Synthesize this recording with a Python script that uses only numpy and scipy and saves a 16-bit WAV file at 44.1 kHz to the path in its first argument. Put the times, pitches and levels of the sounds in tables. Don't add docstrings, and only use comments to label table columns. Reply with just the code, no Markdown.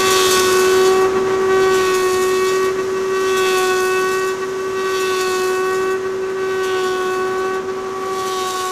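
import sys
import numpy as np
from scipy import signal
from scipy.fft import rfft, irfft, next_fast_len
from scipy.io import wavfile
from scipy.ndimage import map_coordinates

SR = 44100
rng = np.random.default_rng(int(sys.argv[2]) if len(sys.argv) > 2 else 0)


def wav_record(signal):
    frames = np.transpose(np.atleast_2d(signal))
    bounded = np.clip(frames, -1, 1)
    quanta = np.round(bounded * 32767).astype(np.int16)
    wavfile.write(sys.argv[1], SR, quanta)


N = 384111
KNIVES = 4
TURN_S, FIRST_TURN_S = 1.632, -0.19

# time in seconds, cutting gain in dB, spray gain in dB.
NEARNESS = [(0, 9, 12), (.31, 9.5, 11), (.42, 6, 9), (.85, 6, 2.5), (1.1, 0.5, -1.5), (2.2, 0.5, 1.5),
            (3.5, 1, 1.5), (5.1, -1.5, -0.5), (6.1, -5.5, -4.5), (6.8, -5, -8), (7.6, -6, -10.5),
            (8.1, -3.5, 0), (8.71, 0.5, -0.5)]


def amp(db):
    return 10 ** (np.asarray(db) / 20)


def unit(x):
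    return x / np.sqrt(np.mean(x ** 2) + 1e-20)


def noise():
    return rng.standard_normal(N)


def wobble(rate):
    grid = np.arange(0, N * rate / SR + 1, 1 / 8)
    smooth = map_coordinates(rng.standard_normal(int(grid[-1]) + 2), [grid])
    return np.interp(np.arange(N) * rate / SR, grid, smooth)


def curves(rows):
    times, *columns = np.transpose(rows)
    return [np.interp(np.arange(N) / SR, times, column) for column in columns]


def turn_time():
    return (np.arange(N) / SR - FIRST_TURN_S) % TURN_S


def each_turn(rows):
    times, *columns = np.transpose(rows)
    return [np.interp(turn_time(), times, column, period=TURN_S) for column in columns]


def filtered(x, response):
    size = next_fast_len(N + 8192)
    return irfft(rfft(x, size) * response(np.fft.rfftfreq(size, 1 / SR)), size)[:N]


def coloured(x, spectrum):
    freqs, db = np.transpose(spectrum)
    return unit(filtered(x, lambda hz: amp(np.interp(np.log(hz + 1), np.log(freqs), db))))


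def bite():
    # seconds into the turn, then relative levels in dB of buzz, rasp, spray and edge ring.
    bite_levels = [(.03, -7.5, -20, -14, -22), (.065, -2.5, -11.5, -12.5, -6.5), (.2, -1.5, -5, -8, -4),
                   (.33, -0.5, -1, -7.5, -0.5), (.52, 0, -2, -1, -1.5), (.7, -1, -6.5, -1, -3),
                   (.9, 0, -7, -3.5, -5.5), (1.08, -1, -9.5, -4, -2), (1.245, -1, -17, -11, -7.5),
                   (1.285, -13, -25, -15.5, -31), (1.55, -10, -19, -16, -24)]
    # seconds into the turn, relative level of buzz in dB.
    bounces = [(1.358, -6.5), (1.45, -21), (1.53, -10.5)]
    half_bounce_s = 0.016
    buzz_db, rasp_db, spray_db, edge_db = each_turn(bite_levels)
    near_db, near_spray_db = curves(NEARNESS)
    touch = sum(amp(db) * np.exp(-((turn_time() - s) / half_bounce_s) ** 2) for s, db in bounces)
    buzz_db = 20 * np.log10(amp(buzz_db) + touch)
    edge_db = 20 * np.log10(amp(edge_db) + amp(-1) * touch)
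    return buzz_db, rasp_db + near_db - 30.5, spray_db + near_spray_db - 33.5, edge_db + near_db - 34


def cutter_head(passes, press_db, sag_hz):
    # time in seconds, relative level in dB.
    drone_levels = [(0, -18.5), (.45, -16.5), (.7, -14), (.89, -12), (.96, -14.5), (1.6, -13.5),
                    (1.9, -16.5), (3.7, -17.5), (4.4, -20.5), (6, -18.5), (7.5, -21), (8.71, -27.5)]
    second_levels = [(0, -31.5), (.6, -39), (.9, -26), (1.65, -28), (1.9, -41.5), (2.15, -32), (2.55, -50),
                     (3.3, -41), (3.6, -28), (4.3, -42), (5, -42.5), (5.3, -33.5), (6.5, -39), (6.8, -34),
                     (8.71, -31)]
    fourth_levels = [(0, -31), (.7, -26), (.95, -36), (1.6, -25.5), (2.1, -37.5), (3.8, -26.5),
                     (4.5, -30.5), (6.8, -30.5), (7.6, -31), (8, -46), (8.71, -33.5)]
    # time in seconds, relative level of harmonic 3 in dB, upper harmonics against it in dB.
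    buzz_levels = [(0, -19, -9), (.7, -24.5, -10.5), (1.4, -20.5, -12), (2, -25, -8.5), (3.6, -23.5, -8.5),
                   (5.8, -26.5, -10), (6.55, -29.5, -9.5), (7.2, -26.5, -15), (8.71, -23.5, -23)]
    # harmonic number, offset in dB, extra dB over the log, extra dB per Hz of motor sag.
    upper_harmonics = [(5, 4.5, -3, -0.42), (6, 0, -10, -.5), (7, -6.5, 5.5, 0.33)]
    # time in seconds, 0 by the motor to 1 over the log.
    microphone_path = [(.8, 0.67), (2, 0.0041), (3.3, 1), (5.2, 0.94), (6.8, 0.59), (7.5, 0.51), (8.1, 0)]
    angle = 2 * np.pi * passes
    drone = amp(curves(drone_levels)[0] + 0.34 * press_db + 0.49 * wobble(30)) * np.sin(angle)
    graze = np.clip((-4 - press_db) / 8, 0, 1)
    chatter_db = (0.7 + 2.0 * graze) * wobble(45)
    third_db, upper_db = curves(buzz_levels)
    position = curves(microphone_path)[0]
    overtones = [(2, curves(second_levels)[0]), (3, third_db), (4, curves(fourth_levels)[0])]
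    for k, db, over_log_db, db_per_hz in upper_harmonics:
        overtones.append((k, third_db + upper_db + db + over_log_db * position + db_per_hz * sag_hz))
    buzz = np.zeros(N)
    for k, db in overtones:
        slip = 0.055 * k * wobble(60)
        level_db = db + press_db + chatter_db + 0.27 * k * wobble(25) - abs(k - 3) * graze
        buzz += amp(level_db) * np.sin(k * angle + slip)
    return np.sqrt(2) * (drone + buzz)


def frame_and_fan():
    # time in seconds, relative levels in dB of the rumble and of the rush.
    air_levels = [(0, -34, -35.5), (.8, -32.5, -36.5), (1.55, -31.5, -38.5), (2, -36.5, -40.5),
                  (4.5, -39.5, -43), (7.9, -38.5, -43), (8.71, -44, -44.5)]
    # frequency in Hz, relative level in dB.
    rumble_spectrum = [(15, -14), (40, -18), (110, -5.5), (170, -8), (238, 1.5), (295, -4), (340, -0.5),
                       (420, -5), (700, -13), (2000, -64)]
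    rush_spectrum = [(200, -42), (340, 4), (440, 4), (520, 1.5), (610, -5.5), (750, -7), (980, 0),
                     (1280, -0.5), (1700, -5.5), (2300, -10.5), (3200, -14), (4800, -20.5), (14000, -39)]
    hiss_spectrum = [(2000, -13), (3500, -3.5), (4700, -5), (5600, 0.5), (6500, 0.5), (8000, -8.5),
                     (10000, -18.5), (14000, -20)]
    rumble_db, rush_db = curves(air_levels)
    rumble = amp(rumble_db + 3.0 + 0.72 * wobble(12)) * coloured(noise(), rumble_spectrum)
    rush = amp(rush_db + 10 + 0.8 * wobble(20)) * coloured(noise(), rush_spectrum)
    hiss = amp(-41.5 + 0.94 * curves(NEARNESS)[0]) * coloured(noise(), hiss_spectrum)
    return rumble + rush + hiss


def scrape(passes, memory_turns, size=480):
    turns = passes / KNIVES
    pattern = rng.standard_normal((int(turns[-1] / memory_turns) + 3, size))
    place = [turns / memory_turns, turns % 1 * size]
    return unit(map_coordinates(pattern, place, order=1, mode="grid-wrap"))


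def contact(passes, depth_db, uneven_db):
    strike = ((1 + np.cos(2 * np.pi * passes)) / 2) ** 2
    return amp(depth_db * strike + uneven_db * np.cos(2 * np.pi * passes / KNIVES))


def crackle(rate, spread_db):
    clicks = (rng.random(N) < rate / SR) * noise()
    return unit(clicks * amp(spread_db * np.clip(noise(), -2, 2)))


def bark(passes, rasp_db, spray_db):
    # frequency in Hz, relative level in dB.
    rasp_spectrum = [(900, -5.5), (1900, -1), (2300, 0.5), (2600, 3.5), (2950, -3), (3500, 7), (4050, -5.5),
                     (4550, 2.5), (5000, -12), (5600, 1.5), (6100, -4), (6800, -3), (8000, -9),
                     (14000, -15)]
    spray_spectrum = [(1500, -2.5), (4000, 2.5), (5000, 6.5), (6700, 8), (8000, 4), (10000, -1),
                      (12000, 0.5), (14300, -9)]
    fibres = scrape(passes, memory_turns=18) + .55 * noise()
    rasp = coloured(fibres * contact(passes, depth_db=7.5, uneven_db=1.0), rasp_spectrum)
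    chips = crackle(rate=14000, spread_db=2) + .55 * scrape(passes, memory_turns=7)
    chips *= contact(passes, depth_db=4, uneven_db=-1.0)
    spray = coloured(chips * amp(2.5 * wobble(250)), spray_spectrum)
    return amp(rasp_db + 2.0 * wobble(30)) * rasp + amp(spray_db + 1.3 * wobble(30)) * spray


def strokes(cycles, jitter_s, spread_db):
    index = np.round(cycles).astype(int)
    late, size = rng.standard_normal((index[-1] + 1, 2))[index].T
    gap_s = (cycles - index) / np.gradient(cycles) / SR - jitter_s * late
    return amp(spread_db * size) * np.exp(-(gap_s / 3e-5) ** 2)


def hood_echo(x, delay_s, drift_s, share):
    n = np.arange(N)
    lag = (delay_s + drift_s * wobble(9)) * SR
    return x + share * np.interp(n - lag, n, x)


def dispersed(x, delay_s):
    return filtered(x, lambda hz: np.exp(-2j * np.pi * delay_s * (2 * np.sqrt(4000 * hz) - hz)))


def knife_edges(passes, edge_db):
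    # frequency in Hz, relative level in dB.
    steel_spectrum = [(2400, -28), (2950, -0.5), (3400, 1.5), (3800, -0.5), (4500, 2.5), (4900, -7.5),
                      (5900, -2), (7100, -8.5), (7700, -9), (9500, -17), (11000, -28), (14000, -11)]
    clicks = strokes(passes + .005 * wobble(35), jitter_s=1.1e-5, spread_db=1.5)
    clicks = hood_echo(clicks, delay_s=.0011, drift_s=6e-5, share=.45)
    chirps = dispersed(clicks, delay_s=.0024)
    return amp(edge_db + 1.75 * wobble(32)) * coloured(chirps, steel_spectrum)


def squeals(passes):
    # frequency in Hz and level in dB of the low, middle and high resonance.
    resonances = [(3210, -32, 3560, -27.5, 5370, -34), (2616, -35, 3500, -39, 4300, -51),
                  (2630, -35, 3450, -36, 4250, -45), (2600, -36.5, 3600, -36.5, 4300, -37),
                  (2920, -38, 3250, -38.5, 4200, -46), (3155, -41, 3730, -35.5, 4600, -45)]
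    # start and end in seconds into the turn, rough width in Hz.
    shapes = [(0.254, 0.58, 236), (0.275, 0.776, 287), (0.276, 0.796, 416)]
    blows = strokes(passes / KNIVES, jitter_s=2e-5, spread_db=1.3)
    blows = hood_echo(blows, delay_s=.0021, drift_s=5e-5, share=.3)
    blows = dispersed(blows, delay_s=.02)
    sound = np.zeros(N)
    for turn, row in enumerate(resonances):
        turn_s = FIRST_TURN_S + turn * TURN_S
        for (hz, db), (start, end, width) in zip(np.reshape(row, (-1, 2)), shapes):
            n = np.arange(int((turn_s + start) * SR), min(N, int((turn_s + end) * SR)))
            b, a = signal.iirpeak(hz, hz / (1.5 * width), SR)
            ring = signal.lfilter(b, a, signal.lfilter(b, a, blows[n]))
            swell = np.sqrt(np.abs(np.sin(np.pi * (n / SR - turn_s - start) / (end - start))))
            sound[n] += amp(db) * swell * unit(ring)
    return sound


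def knots(passes, spray_db):
    # seconds into the turn, relative level in dB,
    # sizzle against it in dB, time scale in seconds, turn in which the knot is cut deepest.
    knot_catches = [(0.291, -28, -7.5, .035, 2.3), (0.497, -30.5, -4.5, 0.023, .4),
                    (.68, -39, -11, .024, 2), (0.774, -38, -2, 0.043, -2), (1.038, -31.5, -17, 0.02, 1.5),
                    (1.111, -34, -26, 0.016, 3.7), (1.195, -35.5, -6, .03, 3.5)]
    # frequency in Hz, relative level in dB.
    tear_spectrum = [(2000, -26), (3500, 2), (5500, -1), (6800, 6), (8000, -8), (10000, -25), (14000, -29)]
    sizzle_spectrum = [(5000, -29), (8000, -7), (10000, 0), (12000, -3), (14000, 6)]
    fade_db = 0.8
    near = amp(curves(NEARNESS)[0])
    tear_gain = amp(spray_db - 9.0 + 3.4 * wobble(35))
    sizzle_gain = amp(spray_db - 8.5 + 2.4 * wobble(45))
    turn = (np.arange(N) / SR - FIRST_TURN_S) // TURN_S
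    for start, db, sizzle_db, scale_s, deepest in knot_catches:
        age = np.clip((turn_time() - start) / scale_s, 0, 5)
        depth = amp(-fade_db * abs(turn - deepest))
        burst = near * depth * 2 * age * np.exp(1 - 2 * age - age ** 2 / 2)
        tear_gain += amp(db) * burst
        sizzle_gain += amp(db + sizzle_db) * burst
    clicks = strokes(passes + .006 * wobble(45), jitter_s=1e-5, spread_db=1.6)
    clicks = hood_echo(clicks, delay_s=0.0006, drift_s=5e-5, share=0.79)
    chirps = dispersed(clicks, delay_s=.003)
    return tear_gain * coloured(chirps, tear_spectrum) + sizzle_gain * coloured(chirps, sizzle_spectrum)


def scene():
    # seconds into the turn, knife rate in Hz.
    motor_speed = [(0, 380), (.17, 379.5), (.3, 377.6), (.5, 373), (.62, 371.7), (.72, 371.8), (.85, 373.7),
                   (1.13, 377.7), (1.33, 378.3), (1.47, 379.2)]
    # time in seconds, rate shift in Hz.
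    speed_drift = [(.4, 0.31), (2.1, -.17), (3.7, -.05), (5.3, .1), (7, -0.199), (8.4, 0.13)]
    knife_hz = each_turn(motor_speed)[0] + curves(speed_drift)[0]
    passes = np.cumsum(knife_hz + 0.162 * wobble(15)) / SR
    press_db, rasp_db, spray_db, edge_db = bite()
    cutting = knife_edges(passes, edge_db) + squeals(passes)
    cutting += bark(passes, rasp_db, spray_db) + knots(passes, spray_db)
    mono = cutter_head(passes, press_db, sag_hz=knife_hz.max() - knife_hz) + cutting + frame_and_fan()
    return np.array([mono, mono])


def record(dry, top_hz=14300):
    return np.array([filtered(channel, lambda hz: hz < top_hz) for channel in dry])


dry = scene()
out = record(dry)
wav_record(out)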